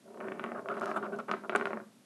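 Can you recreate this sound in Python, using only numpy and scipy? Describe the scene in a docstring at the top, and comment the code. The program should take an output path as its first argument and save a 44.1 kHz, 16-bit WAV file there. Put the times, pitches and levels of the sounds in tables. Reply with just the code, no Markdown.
"""In a quiet room, a small plastic spinning top runs down on a hollow board.
Its tip rumbles and skips, then the leaning body rolls and scrapes in short strokes; at last its
corners catch, it tumbles over and rocks to rest. Impacts and surface roughness supply contact
forces that excite the modes of the board and the reverberation of the room. Blows and rolling
also ring the top's hollow shell, while grit snaps and sliding friction hisses."""
import sys
import numpy as np
from scipy import signal
from scipy.fft import rfft, irfft
from scipy.io import wavfile

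SR = 44100
rng = np.random.default_rng(int(sys.argv[2]) if len(sys.argv) > 2 else 0)


def wrap_up_sound(samples):
    """Save the sound to the file named by the first command line argument, as 16-bit audio."""
    columns = np.atleast_2d(samples).T
    # keep every value between -1 and 1, then stretch to whole-number steps
    tamed = np.clip(columns, -1, 1)
    steps = np.round(tamed * 32767).astype(np.int16)
    wavfile.write(sys.argv[1], SR, steps)


N = 90404
TIME = np.arange(N) / SR
RESPONSE_TIME = np.arange(SR // 4) / SR


def from_db(db):
    """Amplitude ratio of a level in decibels."""
    return 10 ** (np.asarray(db) / 20)


def unit_rms(x):
    """Normalisation to an rms of one."""
    return x / np.sqrt(np.mean(x ** 2) + 1e-20)


def cut(x, hz, kind, order=2):
    """Causal Butterworth low-pass or high-pass filter."""
    return signal.sosfilt(signal.butter(order, min(hz, .45 * SR), kind, fs=SR, output="sos"), x + 1e-18)


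def decay(t60, time=TIME):
    """Exponential damping: 60 dB in t60 seconds."""
    return np.exp(-np.log(1000) * time / t60)


def noise(spectrum, size=N):
    """Spectral shaping of white noise, at unit rms."""
    hz, db = np.transpose(spectrum)
    bins = np.maximum(np.fft.rfftfreq(size, 1 / SR), 1)
    gain = from_db(np.interp(np.log(bins), np.log(hz), db))
    return unit_rms(irfft(rfft(rng.standard_normal(size)) * gain, size))


def add(track, s, sound):
    """Superposition of a sound on a track, from s seconds on."""
    start = int(np.clip(s * SR, 0, N - 1))
    track[start:start + len(sound)] += sound[:N - start]


def stroke(s, length, attack_s=.0015, release_s=.0066):
    """Envelope of one contact: linear attack, hold, exponential release."""
    attack = np.clip((TIME - s) / attack_s, 0, 1)
    return attack * np.exp(-np.maximum(TIME - s - length, 0) / release_s)


def roughness(per_s, spread_db=2.5):
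    """Shot noise: tiny random impacts of plastic running over the grain of the board."""
    sizes = from_db(spread_db * np.minimum(rng.exponential(1, N), 4)) * rng.choice([-1, 1], N)
    return unit_rms(sizes * (rng.random(N) < per_s / SR))


def modal_sum(modes):
    """Free vibration: a sum of damped modes that start in phase."""
    return sum(from_db(db) * np.cos(2 * np.pi * hz * RESPONSE_TIME) * decay(t60, RESPONSE_TIME)
               for hz, db, t60 in modes)


# Spectrum of the quiet room: (frequency [Hz], relative spectral level [dB])
AMBIENT_SPECTRUM = [(30, -30), (85, 13), (120, 12), (150, -3.5), (215, 11.5), (400, -6.5), (700, -8.5),
                    (1500, -12.5), (3000, -15.5), (6000, -17.5), (11000, -19)]
def ambience(level_db=-59.5):
    """Stationary background noise, strongest at low frequencies."""
    return from_db(level_db) * noise(AMBIENT_SPECTRUM)


# Spectrum of the room's echo: (frequency [Hz], relative spectral level [dB])
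REVERB_SPECTRUM = [(110, -18.5), (200, 11), (400, -3), (700, -0.5), (1400, 0.5), (2700, -11.5),
                   (4000, -17.5), (7000, -27.5), (11000, -24)]
def room(force, echo_t60_s=.3, build_s=.006, boom_t60_s=.88):
    """Reverberation: a diffuse echo builds up and decays, and low notes linger as a boom."""
    echo = from_db(-26.5) * noise(REVERB_SPECTRUM) * decay(echo_t60_s) * (1 - np.exp(-TIME / build_s))
    boom = from_db(-55) * unit_rms(cut(noise(REVERB_SPECTRUM), 480, "low")) * decay(boom_t60_s)
    return signal.fftconvolve(force, echo + boom)[:N]


# Modes of the board: (frequency [Hz], relative level [dB], decay time T60 [s])
BOARD_MODES = [(116.8, -40, .6), (210.4, -30, 0.4), (231.3, -29, 0.29), (315.5, -33.5, 0.33),
               (379.6, -20, 0.16), (403.6, -22, .14), (561.1, -29, 0.25), (613.4, -17.5, 0.048),
               (685, -17.5, 0.047), (776, -4, 0.0011), (938, -21.5, 0.022), (1134, -25.5, 0.053),
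               (1227, -4.5, 0.0055), (1797, -24, 0.053), (2020, -24.5, 0.023), (2260, -16.5, 0.01),
               (2716, -12.5, 0.0053)]
# Dense ringing of the board: (frequency [Hz], relative spectral level [dB])
RING_SPECTRUM = [(150, -65), (400, 6), (650, 4), (850, -7), (1100, 0.5), (1400, 14.5), (1700, -1.5),
                 (2800, -10.5), (3500, -13), (6000, -24), (8000, -45), (9700, -13), (11500, -30)]
def spot_response(detune=.015):
    """Impulse response of one spot on the board: a modal clack, a plastic tick and dense ringing."""
    size = len(RESPONSE_TIME)
    local_modes = [(hz * (1 + detune * rng.uniform(-.98, 1)), db + rng.uniform(-.67, 1), t60)
                   for hz, db, t60 in BOARD_MODES]
    clack = cut(modal_sum(local_modes), 2080, "low")
    treble = unit_rms(cut(rng.standard_normal(size), 4860, "high"))   # only hard contacts excite it
    tick = from_db(-9) * treble * decay(.0011, RESPONSE_TIME)
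    ring = from_db(-17) * noise(RING_SPECTRUM, size) * decay(.033, RESPONSE_TIME)
    return tick + ring - clack / np.abs(clack).max()


def board(force, spot_s=.06):
    """Time-varying convolution: the top wanders, so overlapping spans of force meet different spots."""
    out, step = np.zeros(N), int(spot_s * SR)
    padded, window = np.pad(force, (step, 2 * step)), np.hanning(2 * step)
    for start in range(0, N, step):
        response = signal.fftconvolve(padded[start:start + 2 * step] * window, spot_response())
        add(out, max(start - step, 0) / SR, response[max(step - start, 0):])
    return out


# Modes of the top's body: (frequency [Hz], relative level [dB], decay time T60 [s])
SHELL_MODES = [(1090, -23.5, 0.053), (1339, -20.5, 0.055), (1401, -33.5, 0.029)]
def shell(force):
    """Resonance: contact force drives the modes of the hollow plastic body."""
    return -signal.fftconvolve(force, modal_sum(SHELL_MODES))[:N]


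# Snaps of grit under the top: (time [s], peak level [dB])
GRIT_SNAPS = [(0.44, -50), (0.6867, -50.5), (0.7976, -44), (0.8115, -45.5), (0.8433, -49), (0.8581, -37),
              (1.1625, -50.5), (1.188, -46.5), (1.5525, -39)]
def grit(low_hz=3770, high_hz=6700, t60_s=.0071):
    """Band-limited transients: each snap of grit is an impulse with a short crunch."""
    out = np.zeros(N)
    for s, db in GRIT_SNAPS:
        crunch = from_db(-9.5) * rng.standard_normal(len(RESPONSE_TIME)) * decay(t60_s, RESPONSE_TIME)
        snap = signal.unit_impulse(len(crunch)) + crunch
        snap = cut(cut(snap, low_hz, "high"), high_hz, "low")
        add(out, s, from_db(db) * snap / np.abs(snap).max())
    return out


# Slides of the body: (time [s], duration [s], level [dB])
SLIDE_STROKES = [(0.81, 0.04, -69), (0.858, 0.072, -66), (1.185, 0.015, -66)]
# Spectrum of sliding: (frequency [Hz], relative spectral level [dB])
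FRICTION_SPECTRUM = [(3000, -5), (5200, -1), (7000, -13), (11000, -13)]
def sliding():
    """Friction noise: a thin, sandy hiss while the body slides."""
    envelope = sum(from_db(db) * stroke(s, length) for s, length, db in SLIDE_STROKES)
    return noise(FRICTION_SPECTRUM) * envelope


def tip_chatter(start_s=.2, length_s=.352, force_db=-73.5):
    """Intermittent contact: sparse ticks of force as the upright tip crosses the grain."""
    ticks = unit_rms(cut(roughness(per_s=230), 2500, "low", order=4))
    return from_db(force_db) * stroke(start_s, length_s) * ticks


# Envelope of the turning top's rumble: (time [s], force level [dB])
RUMBLE_ENVELOPE = [(0, -90), (.07, -77.5), (.18, -68.5), (.25, -63), (.36, -69.5), (.48, -65), (.63, -68),
                   (.72, -66.5), (.98, -68.5), (1.10, -64.5), (1.21, -65), (1.25, -90), (1.33, -69.5),
                   (1.40, -78.5), (1.48, -70), (1.57, -67.5), (1.76, -63), (1.83, -86), (2.05, -105)]
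def spin_rumble(cutoff_hz=736):
    """Roughness excitation: the turning top exerts a dull, lumpy force."""
    envelope = from_db(np.interp(TIME, *np.transpose(RUMBLE_ENVELOPE)))
    return envelope * unit_rms(cut(roughness(per_s=800), cutoff_hz, "low", order=4))


# Rolls of the leaning body: (time [s], duration [s], force level [dB], relative hiss level [dB])
ROLL_STROKES = [(0.203, 0.081, -67, -10), (.547, 0.044, -64, -8), (0.695, 0.031, -61.5, -5.5),
                (0.739, 0.017, -63.5, -3.5), (0.766, 0.021, -60, -3), (0.811, .032, -60.5, -2),
                (0.855, 0.013, -63.5, -2.5), (.872, 0.044, -61, -3.5), (0.937, .022, -66, -1),
                (0.96, 0.019, -54, -5.5), (1.024, 0.036, -61.5, -2.5), (1.122, 0.029, -65, -3.5),
                (1.185, 0.018, -62.5, -1), (1.28, 0.022, -58.5, -7.5), (1.311, 0.031, -63.5, -2),
                (1.438, 0.017, -67.5, -11)]
def rolling(bumps_per_s=2200, crossover_hz=1550):
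    """Rolling contact with slip: a midrange force from the grain, with a scratchy hiss above it."""
    grain = cut(roughness(bumps_per_s), 284, "high", order=1)
    grain = unit_rms(cut(grain, crossover_hz, "low", order=10))
    hiss = cut(roughness(bumps_per_s), crossover_hz, "high")
    hiss = unit_rms(cut(hiss, 6500, "low", order=1))
    return sum(from_db(db) * stroke(s, length) * (grain + from_db(hiss_db) * hiss)
               for s, length, db, hiss_db in ROLL_STROKES)


# Blows of the top: (time [s], impulse level [dB], cut-off [Hz], relative drive of the shell [dB])
BLOWS = [(0.078, -41.5, 1600, -9), (0.104, -43, 1780, -16), (0.145, -35.5, 1670, -23),
         (.174, -36, 1900, -17), (0.2041, -28.5, 2930, -19), (0.2103, -26, 2270, -13),
         (.243, -32, 2300, -15), (0.2846, -23, 2630, -15), (0.3201, -22.5, 2870, -12),
         (0.362, -46, 2360, -10), (.3957, -22.5, 3400, -12), (.4403, -19, 3200, -10),
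         (0.4466, -22, 2200, -2), (0.4623, -22.5, 2220, -6), (0.489, -25, 1800, -18),
         (0.5186, -23.5, 2200, -10), (0.5937, -30, 1890, -10), (.6586, -27, 1600, -11),
         (0.687, -22, 3100, -7), (0.8108, -27, 1800, -3), (.858, -30, 3530, 4), (0.868, -24, 1700, -16),
         (0.9149, -19, 2170, 3.5), (1.028, -27, 1730, 2), (1.0661, -26.5, 1820, -7),
         (1.2859, -28, 2580, -7), (1.2933, -20, 1790, 2.5), (1.314, -14, 5650, -4),
         (1.3383, -16.5, 2130, -3), (1.437, -32, 1700, -7), (1.4956, -15, 4440, -3),
         (1.5225, -21.5, 2090, -10), (1.531, -23, 1940, -9), (1.539, -26, 1700, 0),
         (1.5507, -12.5, 2470, 4), (1.5533, -15, 1950, 1.5), (1.5604, -12.5, 9600, -0.5),
         (1.564, -23, 920, -14), (1.5985, -24, 2310, 3), (1.6116, -17.5, 2620, -5), (1.624, -22, 1910, -12),
         (1.6558, -17, 8200, -2), (1.6706, -19, 2000, -11), (1.7064, -26, 2380, -10),
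         (1.719, -28, 1930, -6), (1.7317, -16.5, 2070, -23), (1.7727, -21.5, 1778, -7),
         (1.801, -30.5, 1850, -11)]
def impacts(rebound_db=-8.5):
    """Elastic impact: a harder contact gives a shorter, brighter force pulse; each rebounds once."""
    on_board, on_shell = np.zeros((2, N))
    rebound_delays_s = rng.uniform(.001, .00401, len(BLOWS))
    for (s, db, hz, shell_db), delay in zip(BLOWS, rebound_delays_s):
        pulse = from_db(db) * cut(signal.unit_impulse(SR // 20), hz, "low", order=4)
        add(on_board, s, pulse)
        add(on_board, s + delay, from_db(rebound_db) * pulse)
        add(on_shell, s, from_db(shell_db) * pulse)
    return on_board, on_shell


def scene():
    """Source and filter: forces drive board, shell and room; grit, sliding and ambience add directly."""
    on_board, on_shell = impacts()
    roll_force = rolling()
    force = on_board + spin_rumble() + tip_chatter() + roll_force
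    shell_ring = shell(on_shell + from_db(-9) * roll_force)
    slide_hiss = sliding()
    return (board(force) + shell_ring + room(force) + grit() + slide_hiss + ambience())[None]


def record(dry, bass_hz=140.4, treble_hz=12000):
    """Band limiting: a small microphone weakens the deep bass and cuts the highest treble."""
    thin = cut(dry, bass_hz, "high", order=8) + from_db(-26) * dry
    return signal.sosfilt(signal.ellip(10, .2, 70, treble_hz, fs=SR, output="sos"), thin)


dry = scene()
out = record(dry)
wrap_up_sound(out)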